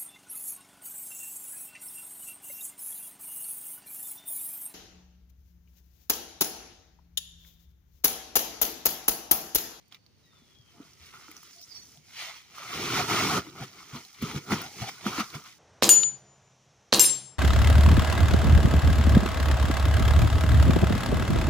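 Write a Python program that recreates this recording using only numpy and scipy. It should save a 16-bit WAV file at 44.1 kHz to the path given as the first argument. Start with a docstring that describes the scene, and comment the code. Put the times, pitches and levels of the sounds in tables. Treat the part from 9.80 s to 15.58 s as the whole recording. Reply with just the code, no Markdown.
"""A soft hush of far leaves comes first, with a thin far bird whistle and dry twig snaps close by.
A stiff woven sack is then shaken and dragged over dry leaves in the bush, a few steps from a phone.
Random creases excite the crackle and hollow rings of the weave; damped low tones make the cloth thumps.
Gliding tones make small birds, a dove and one rough burst of leaf rustle. One bounce off the ground
answers body, thumps and snaps; decaying noise makes the scatter of the foliage."""
import sys
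import numpy as np
from scipy import signal
from scipy.fft import rfft, irfft, next_fast_len
from scipy.io import wavfile
from scipy.ndimage import uniform_filter1d, map_coordinates

SR = 44100
rng = np.random.default_rng(int(sys.argv[2]) if len(sys.argv) > 2 else 0)


def to_wav(s):
    """Save 16-bit WAV."""
    ch = np.atleast_2d(s).T  # columns
    pcm = np.round(np.clip(ch, -1, 1) * 32767)  # PCM
    wavfile.write(sys.argv[1], SR, pcm.astype(np.int16))


def boost_factor(decibels):
    """Convert a level in decibels to a linear amplitude factor."""
    exponent = np.asarray(decibels, float) / 20
    return 10 ** exponent


N = 255056  # length in samples

# coherence of left and right for near sounds: f/Hz, likeness [-1 to 1]
NEAR_LIKENESS = [(60, 0.94), (270, 0.99), (740, 0.85), (2000, 0.58), (5500, 0.41), (9000, 0.04),
                 (15000, 0.15)]
# the same for the far bush and the far tones: f/Hz, likeness [-1 to 1]
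FAR_LIKENESS = [(60, 0.33), (1200, 0.18), (9000, 0.21)]
# feet and hands stir the leaf litter throughout: t/s, level/dB, fine fizz/dB re level
RUSTLE = [(0, -81, 4), (.3, -90, 5), (.42, -78.5, 4.5), (.6, -73.5, 3.5), (.9, -70, 2), (1.15, -65, 4.5),
          (1.5, -64.5, 6), (1.7, -67.5, 10), (1.8, -63.5, 8), (2.0, -60.5, 7), (2.22, -72, 12),
          (2.65, -59.5, 1.5), (3.7, -60, 3), (4.3, -62, 7), (4.63, -65, 12), (4.93, -64.5, 13),
          (5.2, -60.5, 6), (5.5, -56.5, 8), (5.78, -66, 5)]


def unit(x):
    """Normalisation: the signal scaled to rms 1."""
    return x / np.sqrt(np.mean(x ** 2) + 1e-20)


def along(points, hz):
    """Interpolation of (f/Hz, value) points on a logarithmic frequency axis."""
    f, v = np.transpose(points)
    return np.interp(np.log(hz + 1), np.log(f + 1), v)


def curves(rows):
    """Linear interpolation in time: one value per sample for each column after t/s."""
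    s, *cols = np.transpose(rows)
    return [np.interp(np.arange(N) / SR, s, c) for c in cols]


def wobble(rate):
    """Slow random modulation: a spline through normal random knots, rate knots a second."""
    return map_coordinates(rng.standard_normal(N // 100), [np.arange(N) * rate / SR])


def filtered(x, response):
    """Linear filtering: the spectrum times a complex response of frequency."""
    m = next_fast_len(N + SR // 2)
    return irfft(rfft(x, m) * response(np.fft.rfftfreq(m, 1 / SR)), m)[..., :N]


def coloured(x, spectrum):
    """Spectral shaping by a (f/Hz, level/dB) table, then rms 1."""
    return unit(filtered(x, lambda hz: boost_factor(along(spectrum, hz))))


def spread(a, b, alike):
    """Partial coherence: two channels share a and differ by b, by an angle set at each frequency."""
    turn = lambda hz: np.arccos(np.clip(along(alike, hz), -1, 1)) / 2
    mid, side = filtered(np.array([a, b]), lambda hz: np.array([np.cos(turn(hz)), np.sin(turn(hz))]))
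    return np.array([mid + side, mid - side])


def panned(x, pan_db):
    """Interchannel level difference, half on each side."""
    return np.array([x * boost_factor(pan_db / 2), x * boost_factor(-pan_db / 2)])


def bush():
    """Broadband noise of far leaves and low air, slowly modulated in level as if breathing."""
    # far leaves and air: f/Hz, relative level/dB
    hush_spectrum = [(30, -22), (90, 3), (140, 0), (300, -9), (700, -19), (1500, -24.5), (4500, -25.5),
                     (16000, -36.5)]
    a, b = (coloured(rng.standard_normal(N), hush_spectrum) * boost_factor(3.2 * wobble(4.9)) for _ in range(2))
    return boost_factor(-63.0) * spread(a, b, FAR_LIKENESS)


def handling():
    """Incoherent sources add in power: haul, tugs and leaves give the level/dB of any layer."""
    # the full sack is hauled up and shaken: t/s, crackle level/dB,
    # weight/dB (how much of the filled body moves), hollow ring/dB
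    haul_rows = [(2.701, -63, -2, -8), (2.78, -49, -17, 4), (2.86, -46, -6, 3), (2.999, -37.5, 9, -1.5),
                 (3.096, -37, 8, 3.5), (3.176, -31.5, 7.5, -2), (3.269, -40, 8.5, 2.5),
                 (3.301, -32.5, 8.5, 1), (3.396, -31, 3, -1), (3.582, -33.5, 10.5, 1), (3.627, -55.5, 1, 0),
                 (3.7, -82, -4, -10)]
    # short tugs at the cloth: peak t/s, crackle level/dB, rise/s, fall/s (each spans 20 dB),
    # weight/dB, hollow ring/dB
    tug_rows = [(.126, -55, 0.02, 0.03, -4, -7), (0.149, -55, .015, 0.027, -32, -9),
                (.533, -70, 0.022, 0.085, 5, 6), (1.01, -66.5, 0.16, .1, 14.5, 5.5),
                (1.337, -57.5, 0.017, 0.24, -5, 6), (1.41, -61, 0.046, 0.092, -2, 0),
                (1.516, -57.5, 0.016, 0.082, -8, -7), (1.57, -64.5, 0.09, 0.06, 13.5, 2),
                (1.657, -62, 0.023, 0.028, -27, -11), (2.407, -38, 0.083, 0.18, -23.5, -7),
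                (2.5, -47.5, 0.23, 0.031, -20, -12), (2.569, -51.5, 0.056, 0.068, -45, -15),
                (3.685, -55.5, 0.14, 0.062, 11, 6), (3.78, -53, 0.046, .2, 9, 0),
                (3.839, -46, 0.12, 0.037, 11, -2), (3.993, -55.5, 0.14, 0.11, 4.5, 1),
                (4.162, -46.5, 0.081, 0.07, 4, -1), (4.428, -44.5, 0.028, 0.18, 11.5, 4.5),
                (4.5, -45.5, 0.19, 0.16, -9, -5), (4.576, -43, 0.081, 0.0283, 13.5, 2.5),
                (4.722, -34.5, 0.044, 0.11, 12, 3), (4.79, -46, .12, 0.2, -3, -2),
                (4.86, -47, 0.25, 0.064, 2, 0), (5.02, -42.5, 0.076, 0.11, 9.5, -3),
                (5.092, -40, 0.05, 0.027, 2, -8.5), (5.274, -38.5, 0.052, 0.11, 11.5, -7),
                (5.34, -45.5, 0.25, .2, -10, 2), (5.405, -34, 0.089, 0.036, 1, 3.5),
                (5.555, -44, 0.038, 0.066, 9, 3), (5.66, -53.5, 0.039, 0.084, -9, -3.5)]
    roundness = 0.042  # rounds the top of a tug
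    t = np.arange(N) / SR
    silent_start = (haul_rows[0][0] - .1, -120, 0, 0)
    haul_db, haul_weight, haul_ring = curves([silent_start, *haul_rows])
    peak, db, rise, fall, weight, ring = np.transpose(tug_rows)
    u = (t - peak[:, None]) / np.where(t < peak[:, None], rise[:, None], fall[:, None])
    tug_power = boost_factor(-40 * (np.sqrt(u * u + roundness ** 2) - roundness))
    leaves_db, leaf_fizz_db = curves(RUSTLE)

    def level(cloth_db, per_weight, per_ring, leaf_db):
        """Power sum of one layer, from its gains on cloth, weight, ring and leaves."""
        tugs = boost_factor(2 * (db + per_weight * weight + per_ring * ring)) @ tug_power
        haul = boost_factor(2 * (haul_db + per_weight * haul_weight + per_ring * haul_ring))
        cloth = boost_factor(2 * cloth_db) * (tugs + haul)
        leaves = boost_factor(2 * (leaves_db + leaf_db))
        return 10 * np.log10(cloth + leaves)

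    return level, leaf_fizz_db


def creases(per_s, scatter_db, rub):
    """Shot noise of tiny buckling clicks, most small and a few large, in clumps over a smooth rub."""
    chance = np.clip(per_s * boost_factor(3 * wobble(30)) / SR, 0, 1)
    size = boost_factor(scatter_db * np.minimum(rng.exponential(size=N), 3)) * rng.standard_normal(N)
    # denser clicks are made smaller, so that density alone hardly changes the power
    clicks = (rng.random(N) < chance) * unit(size) / np.sqrt(per_s / SR)
    return clicks + rub * rng.standard_normal(N)


def patchy(x, patchy_db):
    """Time-varying colour: folds come and go, so small patches of time and frequency shift in level."""
    z = signal.stft(x, SR, nperseg=512)[2]
    field = uniform_filter1d(rng.standard_normal(z.shape), size=3, axis=0)
    field = uniform_filter1d(field, size=6, axis=1)
    return unit(signal.istft(z * boost_factor(patchy_db * unit(field)), SR, nperseg=512)[1][:N])


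def crumples(count):
    """Damped resonance: folds of stiff weave pop at random, each ringing at its own pitch; rms 1."""
    middle_hz, octaves, cycles = 1300, 0.79, 15  # pitch and its spread; cycles in a 60 dB decay
    when, size = rng.random((count, 2)).T
    hz = middle_hz * 2 ** (octaves * rng.standard_normal((count, 1)))
    t = np.arange(SR // 25) / SR
    decay = boost_factor(11.6 * size[:, None] - 60 * t * hz / cycles)
    onset = 1 - np.exp(-t * hz)
    rings = decay * onset * np.sin(2 * np.pi * hz * t)
    at = (when * N).astype(int)[:, None] + np.arange(len(t))
    return unit(np.bincount(at.ravel(), rings.ravel())[:N])


def sack():
    """Common excitation: one crease stream drives crackle, fizz and hollow rings; slack cloth booms."""
    # crackle of the weave: f/Hz, relative level/dB
    crackle_spectrum = [(1100, -67), (1600, -10.5), (2200, -5.5), (3300, -8.5), (4400, -12.5), (8000, -55)]
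    # fine fizz of the threads: f/Hz, relative level/dB
    fizz_spectrum = [(2000, -81), (3400, -12), (5000, 1.5), (7000, 3.5), (16000, -8)]
    # boom of the slack cloth: f/Hz, relative level/dB
    boom_spectrum = [(40, -45), (75, -7.5), (120, 0), (230, -2.5), (420, 0.5), (650, -24), (1200, -92)]
    # upper hollow ring of the sack: f/Hz, relative level/dB
    upper_spectrum = [(600, -56), (920, -8.5), (1250, 7.5), (1450, 8), (1620, -6.5), (2400, -49)]
    # lower hollow ring of the sack: f/Hz, relative level/dB
    lower_spectrum = [(350, -25), (560, -10.5), (720, 1.5), (920, -7.5), (1400, -36.5)]
    # fizz re crackle: cloth/dB, gain per weight [dB/dB], gain per hollow ring [dB/dB]
    fizz_mix = (-1.4, 0.046, 0.15)
    # upper ring, lower ring and boom re crackle: the same three columns, then leaves/dB
    upper_mix = (-1.16, 0.02, 0.85, -6.5)
    lower_mix = (-5, 0.39, -0.5, -16.5)
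    boom_mix = (-0.6, 0.85, 0.17, -4)

    level, leaf_fizz_db = handling()
    stir_db = 4.5 * wobble(14)  # unevenness of the stirring
    crackle_db = level(0, 0, 0, stir_db)
    fizz_db = level(*fizz_mix, leaf_fizz_db + .5 * stir_db)
    upper_db, lower_db, boom_db = (level(*mix, leaf_db + stir_db) + 2.03 * wobble(12)
                                   for *mix, leaf_db in (upper_mix, lower_mix, boom_mix))

    # harder handling buckles more threads at once, so clicks fuse into a dense rush
    per_s = 900 + 9000 * boost_factor(crackle_db + 35)
    shared = creases(per_s, scatter_db=1.5, rub=0.96)
    crackle = boost_factor(crackle_db) * patchy(coloured(shared, crackle_spectrum), patchy_db=1.3)
    upper = boost_factor(upper_db) * patchy(coloured(shared, upper_spectrum), patchy_db=2.5)
    lower = boost_factor(lower_db) * patchy(coloured(shared, lower_spectrum), patchy_db=7.0)
    boom_source = 0.66 * shared + rng.standard_normal(N)
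    boom = boost_factor(boom_db - 2.5 + 1.6 * wobble(18)) * coloured(boom_source, boom_spectrum)
    folds = boost_factor(level(-7.5, 0.19, 0.65, stir_db - 10.5)) * crumples(count=900)

    # the fizz comes from the whole width of the weave, so each port hears other threads
    near, wide = (creases(2.5 * per_s, scatter_db=3.5, rub=0.54) for _ in range(2))
    threads = [patchy(coloured(v, fizz_spectrum), patchy_db=1.7) for v in (near + .6 * shared, wide)]
    fizz = boost_factor(fizz_db) * spread(*threads, NEAR_LIKENESS)
    return crackle + upper + lower + boom + folds, fizz


def whistle():
    """Frequency modulation: a far bird holds one thin, unsteady tone, then slides down another."""
    # two whistled notes, each with rows of: t/s, f/Hz, level/dB
    whistled = [
        [(.05, 4580, -79), (.42, 4400, -80)],
        [(.43, 3950, -72), (.5, 3720, -73), (.56, 3560, -67), (.63, 3430, -73), (.73, 3345, -72),
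         (.76, 3315, -62), (.84, 3220, -72), (1.03, 2950, -75)],
    ]
    out, t = np.zeros(N), np.arange(N) / SR
    for rows in whistled:
        hz, db = curves(rows)
        start, end = rows[0][0], rows[-1][0]
        on = np.clip(np.minimum(t - start, end - t) / 0.0079, 0, 1)  # ramps in s
        phase = 2 * np.pi * np.cumsum(hz * (1 + .014 * wobble(400))) / SR
        out += on * np.sqrt(2) * boost_factor(db + 2.5 * wobble(50)) * np.sin(phase)
    return out


def ticks(count):
    """Random fracture: small leaves break at any moment, their level following the stirring."""
    when, size, pitch, bright = rng.random((count, 4)).T
    s = when * N / SR
    db = np.interp(s, *np.transpose(RUSTLE)[:2]) + 14.5 + 8 * size
    hz = 5160 * boost_factor(6 * (pitch - .5))
    return list(zip(s, db, hz, -32 + 12 * bright))


def snaps():
    """Brittle fracture: a few cycles at the piece's pitch and a broad burst of splinters."""
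    # twig and leaf snaps, before common gains: t/s, level/dB, f/Hz, treble/dB re level
    breaks = [(0.081, -64, 5190, 0), (0.1239, -35.5, 3340, -38), (0.1461, -35, 3650, -38),
              (0.264, -45, 4500, -41), (1.1338, -43, 5570, -28), (1.233, -45, 3000, -28),
              (1.261, -45, 4480, -15), (1.339, -46, 1300, -30), (1.365, -47, 1250, -30),
              (1.3975, -48, 1270, -32), (1.483, -39.5, 1360, -26), (1.5147, -42, 2370, -9),
              (1.5666, -31.5, 5860, -29), (1.6309, -45, 1240, -10), (1.577, -39, 5310, -24),
              (1.815, -40, 5200, -18), (1.8253, -48, 5410, -10), (1.9607, -36, 5500, -33),
              (2.054, -42, 5800, -21), (4.33, -44, 6160, -15), (2.174, -44, 3470, -27),
              (2.783, -32, 1350, -25), (2.8277, -35.5, 1200, -20), (4.422, -43, 1240, 0),
              (4.7068, -24, 1310, -27), (4.7208, -19.5, 1944, -35), (4.817, -30, 1400, -9),
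              (5.0928, -28.5, 2120, -40), (5.2658, -18, 1370, -49), (5.4077, -23.5, 1220, -40),
              (5.541, -33, 2250, -25)]
    out, t = np.zeros((2, N + SR)), np.arange(SR // 20) / SR
    for s, db, hz, bright_db in [*breaks, *ticks(count=70)]:
        ring = boost_factor(-60 * t * hz / 18) * np.sin(2 * np.pi * hz * t)  # 60 dB down in 18 cycles
        chips = rng.standard_normal(len(t) + 2)
        broad = chips[2:] - chips[:-2]
        treble = np.diff(chips, 2)
        splinters = boost_factor(-60 * t / 0.0079) * (0.084 * broad + boost_factor(bright_db + 9.5) * treble)
        snap = panned(boost_factor(db + 1.5) * (ring + splinters), rng.normal(-1.5, 2))
        out[:, round(s * SR):][:, :len(t)] += snap
    return out[:, :N]


def glides(rows):
    """Frequency glide: tones swell and fade; random pitch modulation makes them flutter or turn rough."""
    out, t = np.zeros(N), np.arange(N) / SR
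    for start, end, start_hz, end_hz, db, flutter in rows:
        u = np.clip((t - start) / (end - start), 0, 1)
        hz = (start_hz + (end_hz - start_hz) * u) * (1 + flutter * wobble(400))
        swell = np.sqrt(2 * np.abs(np.sin(np.pi * u))) * boost_factor(db + 3.8 * wobble(80))
        out += swell * np.sin(2 * np.pi * np.cumsum(hz) / SR)
    return out


def flaps():
    """Damped oscillation: taut cloth pushes a few low cycles of air, after a soft rise."""
    # cloth jerked taut, before common gains: t/s, level/dB, f/Hz, 60 dB decay time/s
    jerks = [(0.62, -47.5, 243, .031), (0.795, -51, 120, 0.12), (1.002, -34, 283, .048),
             (1.21, -47.5, 84, 0.12), (1.488, -45, 311, 0.089), (2.173, -52.5, 148, 0.19),
             (3.67, -42, 305, 0.11), (3.812, -32, 132, .13), (4.132, -31.5, 140, 0.096),
             (4.15, -33.5, 239, 0.097), (4.425, -16, 240.4, 0.038), (4.437, -19, 150, 0.051),
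             (4.546, -28, 191, .08), (4.559, -20, 142, .07), (4.725, -12.5, 219.7, 0.047),
             (5.015, -25, 121, 0.12), (5.261, -18, 248, .05), (5.27, -19, 214, 0.047),
             (5.384, -19.5, 300, 0.039), (5.402, -20.5, 215, 0.056), (5.553, -31, 150, .09)]
    out, t = np.zeros(N + SR), np.arange(SR // 4) / SR
    for (s, db, hz, t60), detune in zip(jerks, rng.normal(size=len(jerks))):
        overtone_hz = hz * (1.5 + 0.16 * detune)
        ring = np.sin(2 * np.pi * hz * t) + 0.24 * np.sin(2 * np.pi * overtone_hz * t)
        rise = 1 - np.exp(-t * hz / 0.5)  # time constant of half a cycle
        out[round(s * SR):][:len(t)] += boost_factor(db + 5.5 - 60 * t / t60) * rise * ring
    return out[:N]


def ground(x):
    """Comb interference by one bounce off the leaf litter, which swallows the treble."""
    delay_s = 0.000937

    def response(hz):
        bounce = 0.37 / (1 + (hz / 2800) ** 4)
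        return 1 + bounce * np.exp(-2j * np.pi * hz * delay_s)

    return filtered(x, response)


def foliage(x):
    """Diffuse scattering from trunks and leaves: noise tails, changing as the source moves."""
    # decay of the scatter: f/Hz, 60 dB decay time/s
    scatter_decay = [(200, 0.031), (2000, 0.04), (12000, 0.024)]
    hop, out = 2048, np.zeros(N + SR)
    starts = np.arange(-hop, N, hop)
    hz, t, z = signal.stft(rng.standard_normal((len(starts), SR // 8)), SR, nperseg=128)
    decay = boost_factor(-60 * t / along(scatter_decay, hz)[:, None])
    decay = decay / np.linalg.norm(decay, axis=1, keepdims=True)
    tails = signal.istft(z * decay, SR, nperseg=128)[1]
    # overlapping pieces, each with its own tail
    padded, fade = np.pad(x, (hop, 2 * hop)), np.sqrt(np.hanning(2 * hop))
    for start, tail in zip(starts + hop, tails):
        piece = signal.fftconvolve(padded[start:start + 2 * hop] * fade, tail / np.linalg.norm(tail))
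        out[start:start + len(piece)] += piece
    return out[hop:hop + N]


def scene():
    """Superposition: near sounds reach both ports directly; their scatter differs from port to port."""
    # a rough burst of leaf rustle, then hoarse chirps:
    # start t/s, end t/s, start f/Hz, end f/Hz, level/dB, flutter [share of f]
    burst_and_chirps = [(1.77, 1.85, 5050, 5430, -53.5, .12), (1.88, 1.94, 5100, 4910, -52, .02),
                        (1.89, 2.05, 4710, 4430, -55, 0.019), (1.94, 1.99, 5430, 5760, -51, 0.0273),
                        (1.96, 2.06, 5800, 6030, -63, .015)]
    # soft low notes of a dove and far birds: the same columns
    coos = [(.93, 1.07, 700, 670, -69, .012), (1.75, 1.84, 680, 700, -66, .015),
            (.44, .55, 1980, 1830, -76, .015)]
    hush = bush()
    body, fizz = sack()
    tones = whistle() + glides([*burst_and_chirps, *coos])
    near = ground(boost_factor(-0.82) * (body + flaps()) + snaps())
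    mono = near.mean(axis=0)
    scattered = spread(mono, foliage(mono), NEAR_LIKENESS)
    left_gain = boost_factor([[1.5], [-1.5]])  # the tones sit to the left
    far_tones = left_gain * spread(tones, foliage(tones), FAR_LIKENESS)
    return near - mono + scattered + fizz + far_tones + hush


def band_limit(x):
    """A steep low-pass at the top of the band."""
    return signal.sosfilt(signal.butter(12, 16640, fs=SR, output="sos"), x)


def record(dry):
    """Reception at two ports: own colour, shading by the phone's body, a left lead, a band limit."""
    # microphone behind its port: f/Hz, level/dB
    port_colour = [(30, -21), (55, -0.5), (90, -5), (6200, 2), (7400, -5.5), (8300, -9), (8700, -6),
                   (10600, -4), (12000, -10.5), (14000, -5), (14300, -1), (15300, 6)]
    # the phone's body shades its ports: f/Hz, left minus right level/dB
    shadow = [(60, 4.5), (99, -1), (160, 0.5), (270, 0.5), (450, -1.5), (740, 2), (1220, -1.5), (2010, 1.5),
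              (3330, 1.5), (5500, -7.5), (9080, 5), (12000, 10.5), (15000, 1.5)]
    side = np.array([[.5], [-.5]])
    lead_s, top_hz = .00005, 15520

    def ports(hz):
        colour = boost_factor(along(port_colour, hz) + side * along(shadow, hz))
        lead = np.exp(2j * np.pi * hz * side * lead_s)
        return colour * lead * (hz < top_hz)

    mix = filtered(dry, ports)
    return band_limit(mix)


dry = scene()
out = record(dry)
to_wav(out)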